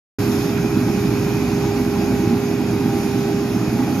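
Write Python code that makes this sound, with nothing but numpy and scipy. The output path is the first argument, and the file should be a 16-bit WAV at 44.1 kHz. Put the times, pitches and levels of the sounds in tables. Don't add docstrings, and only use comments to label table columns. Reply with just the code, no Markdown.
import sys
import numpy as np
from scipy import signal
from scipy.fft import rfft, irfft, next_fast_len
from scipy.io import wavfile
from scipy.ndimage import uniform_filter1d, map_coordinates

SR = 44100
rng = np.random.default_rng(int(sys.argv[2]) if len(sys.argv) > 2 else 0)


def digitize_waveform(pressure):
    field = np.atleast_2d(pressure).T
    bounded = np.clip(field, -1, 1)
    quanta = np.round(bounded * 32767).astype(np.int16)
    wavfile.write(sys.argv[1], SR, quanta)


N = 176400
T = np.arange(N) / SR


def engine():
    # time in seconds, level in dB. 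The throb is the tone at the firing rate.
    throb_levels = [(.2, -45), (.7, -39), (1.2, -39), (1.65, -34), (2.2, -38), (2.4, -53), (2.68, -38),
                    (3.0, -52), (4, -54)]
    boom_levels = [(.2, -20), (.6, -20), (1.15, -18.5), (1.45, -20.5), (1.85, -21.5), (2.2, -18),
                   (2.55, -21.5), (2.85, -19), (3.35, -21.5), (4, -19.5)]
    # multiple of the firing rate, level in dB.
    overtones = [(2, -33.5), (4, -32)]
    # frequency in Hz, relative strength of the noise there in dB.
    boom_spectrum = [(20, -30), (32, -27), (48, -14.5), (88, -12.5), (104, -1.5), (122, -1.4), (142, -5),
                     (165, -2.5), (210, 0.5), (255, .5), (284, -2), (316, 1), (338, -2), (368, -13),
                     (430, -21), (600, -49), (1500, -87)]
    clatter_spectrum = [(200, -5), (450, 0), (570, -2), (760, 0.5), (950, -2.5), (1100, -7), (1500, -7),
                        (1750, -14), (1950, -9), (2100, -14.5), (2750, -14), (3300, -20), (8000, -65)]
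    firing = spin(hz=63.34, jitter=0.0044)
    throb = tone(firing, curves(throb_levels)[0])
    drone = sum(tone(multiple * firing, db) for multiple, db in overtones)
    boom = amp(curves(boom_levels)[0]) * rush(boom_spectrum, patchy_db=-0.43)
    clatter = amp(-32.5 + 0.37 * wobble(18)) * rush(clatter_spectrum, patchy_db=1.0)
    beat = np.cos(firing)
    return throb + drone + boom * (1 + 0.16 * beat) + clatter * (1 + 0.079 * beat)


def blower():
    # time in seconds, pitch in Hz.
    pitches = [(.2, 405.4), (1.3, 405.6), (1.65, 404.3), (2.0, 403.6), (2.66, 404.4), (2.82, 402.4),
               (3.0, 399), (3.25, 401.3), (3.6, 404.1), (3.76, 407.7), (4, 407.6)]
    # time in seconds, then the levels of the note and its octave in dB, before a small trim.
    levels = [(.2, -26, -51), (.8, -26.8, -41.5), (1.5, -26.5, -45.5), (1.7, -24, -36), (1.85, -27, -41),
              (2.0, -26, -36.5), (2.3, -25.5, -37), (2.5, -25.5, -42), (2.65, -29, -45), (2.84, -24.5, -36),
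              (2.94, -26.5, -32.5), (3.03, -27, -37), (3.3, -24, -39), (3.63, -30.5, -49),
              (3.8, -31, -34.5), (4, -33, -37.5)]
    # multiple of the pitch, level in dB.
    overtones = [(3, -55.5), (4, -57.5)]
    flutter_db = 0.5
    phase = spin(curves(pitches)[0], jitter=0.0005)
    note_db, octave_db = curves(levels)
    upper = sum(tone(multiple * phase, db, flutter_db) for multiple, db in overtones)
    note = tone(phase, note_db - 0.08, flutter_db)
    octave = tone(2 * phase, octave_db - 0.4, flutter_db)
    return note + octave + upper


def suction():
    # frequency in Hz, relative strength of the noise there in dB.
    hiss_spectrum = [(800, 2), (2800, -2.5), (3800, -0.5), (4150, -0.5), (5050, 2), (5550, 1), (6000, -1.5),
                     (6550, 2), (7100, -4.5), (7700, -10), (8350, -25), (10000, -50)]
    spray_spectrum = [(6000, -50), (8400, -18.5), (9000, -5.5), (9600, -1), (11000, 0), (12400, 2.5),
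                      (14000, -1.5), (14700, -15), (15300, -14)]
    tube_spectrum = [(1500, -29), (2120, -7), (2330, -3), (2500, 3), (2600, -5), (2720, -12.5), (3200, -45)]
    mouth_spectrum = [(850, -32), (1120, -1), (1280, -0.5), (1480, -0.5), (1620, -3.5), (1760, -16),
                      (1950, -4), (2300, -36)]
    # time in seconds, then the levels of hiss and spray in dB, before a small boost.
    flow_levels = [(0.22, -38, -43.5), (0.29, -38.5, -43.5), (0.33, -36.5, -42.5), (0.6, -40.5, -47.5),
                   (1.07, -39.5, -45.5), (2.76, -41.3, -48), (3.01, -40, -46), (3.41, -40.5, -48),
                   (3.93, -41, -46), (4.0, -40.5, -45)]
    # time in seconds, level in dB.
    tube_levels = [(.2, -43), (.7, -43), (1.1, -43), (1.45, -43), (1.75, -43), (2.3, -45), (2.9, -46),
                   (3.4, -48.5), (4, -46)]
    mouth_levels = [(.2, -43), (.45, -41), (.9, -42.5), (1.4, -46), (2.2, -46), (3.0, -50.5), (4, -45)]
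    hiss_db, spray_db = curves(flow_levels)
    flutter = amp(0.38 * wobble(15))
    hiss = amp(hiss_db + 2.5 + 0.13 * wobble(7.4)) * rush(hiss_spectrum, patchy_db=1.28)
    spray = amp(spray_db + 0.7 + 0.44 * wobble(6.5)) * rush(spray_spectrum, patchy_db=2.1)
    ring = amp(curves(tube_levels)[0]) * rush(tube_spectrum, patchy_db=2)
    roar = amp(curves(mouth_levels)[0]) * rush(mouth_spectrum, patchy_db=2.5)
    return flutter * (hiss + spray + ring + roar)


def pump():
    # multiple of the pump's base pitch, level in dB.
    overtones = [(3, -57), (4, -66), (5, -58), (6, -53), (7, -71), (8, -65)]
    # pitch in Hz, level in dB.
    gear_whines = [(2151, -73), (2436, -60.5), (2500, -55), (2598, -60), (4986, -63), (9673, -67)]
    base_hz, jitter = 370.4, 0.00068
    phase = spin(base_hz, jitter)
    whine = sum(tone(multiple * phase, db) for multiple, db in overtones)
    gears = sum(tone(spin(hz, jitter), db) for hz, db in gear_whines)
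    return whine + gears


def reflections(x, count, echo_db=-18.5, latest_s=0.025):
    delays = rng.uniform(.1, 1, count) * latest_s
    echoes = lambda hz: 1 + amp(echo_db) * sum(np.exp(-2j * np.pi * hz * s) for s in delays)
    return filtered(x, echoes) / np.sqrt(1 + count * amp(echo_db) ** 2)


def rush(spectrum, patchy_db):
    # frequency in Hz, how alike left and right are (1 means identical).
    likeness = [(30, 0.63), (60, 0.9), (130, 1), (330, 0.96), (640, 1), (1400, 0.84), (2000, 0.49),
                (2400, 0.77), (3000, .42), (3600, 0.28), (5000, 0.67), (6700, 0.55), (10000, 0.27),
                (14800, .2)]
    cells = signal.stft(rng.standard_normal((2, N)), nperseg=1024)[2]
    patches = uniform_filter1d(rng.standard_normal(cells.shape[1:]), size=5, axis=0)
    patches = uniform_filter1d(patches, size=6, axis=1)
    noise = signal.istft(cells * amp(patchy_db * unit(patches)), nperseg=1024)[1][:, :N]

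    def colour(hz):
        width = np.arccos(np.clip(along(likeness, hz), -1, 1)) / 2
        return amp(along(spectrum, hz)) * [np.cos(width), np.sin(width)]
    mid, side = filtered(noise, colour)
    return np.array([mid + side, mid - side]) / mid.std()


def spin(hz, jitter):
    speed = hz * (1 + jitter * wobble(12))
    return 2 * np.pi * (np.cumsum(speed) / SR + rng.random())


def tone(phase, db, waver_db=2):
    return np.sqrt(2) * amp(db + waver_db * wobble(6.15)) * np.sin(phase)


def wobble(rate):
    return map_coordinates(rng.standard_normal(int(N * rate / SR) + 4), [T * rate])


def curves(rows):
    seconds, *columns = np.transpose(rows)
    return [np.interp(T, seconds, column) for column in columns]


def along(rows, hz):
    frequencies, values = np.transpose(rows)
    return np.interp(np.log(hz + 1), np.log(frequencies + 1), values)


def filtered(x, response):
    size = next_fast_len(N + SR // 2)
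    return irfft(rfft(x, size) * response(np.fft.rfftfreq(size, 1 / SR)), size)[..., :N]


def amp(db):
    return 10 ** (np.asarray(db) / 20)


def unit(x):
    return x / np.sqrt(np.mean(x ** 2) + 1e-20)


def scene():
    return engine() + blower() + pump() + reflections(suction(), count=6)


def record(dry):
    # frequency in Hz, left level minus right level in dB.
    balance = [(60, -1), (140, -1.5), (210, -2.5), (330, -4.5), (480, -6.5), (760, 3), (1170, -1),
               (1600, -0.5), (1900, -7), (2150, -1.5), (2500, -8), (2950, -2), (3600, 1.5), (4900, -3),
               (6000, 0), (6600, 2), (8500, -6), (9700, -2), (12400, -6), (14000, -4.5), (14700, 2)]
    # frequency in Hz, how far the left wave runs ahead of the right in radians.
    left_lead = [(330, 0), (600, 0.85), (850, 0), (1150, 0.66), (1400, 0.4), (1800, 0.2), (2020, 0.96),
                 (2280, 0.3), (2600, .5), (2900, 2), (3400, 1), (3700, 0.5), (4300, -1.5), (5500, 1.24),
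                 (7300, 0), (9000, -4), (10000, 1.2), (12500, .8), (14200, 2.2)]
    start_s, rise_s = 0.185, 0.0037
    low_cut_hz, high_cut_hz = 49.5, 15400
    sides = np.array([[.5], [-.5]])

    def openings(hz):
        gains = amp(along(balance, hz) * sides)
        low_cut = (hz / low_cut_hz) ** 2 / np.hypot(1, (hz / low_cut_hz) ** 2)
        phase_shift = np.exp(1j * along(left_lead, hz) * sides)
        return low_cut * gains / gains.mean(axis=0) * phase_shift
    cut_in = np.clip((T - start_s) / rise_s, 0, 1)
    heard = filtered(dry, openings) * cut_in
    return filtered(heard, lambda hz: 1 / np.hypot(1, (hz / high_cut_hz) ** 200))


dry = scene()
out = record(dry)
digitize_waveform(out)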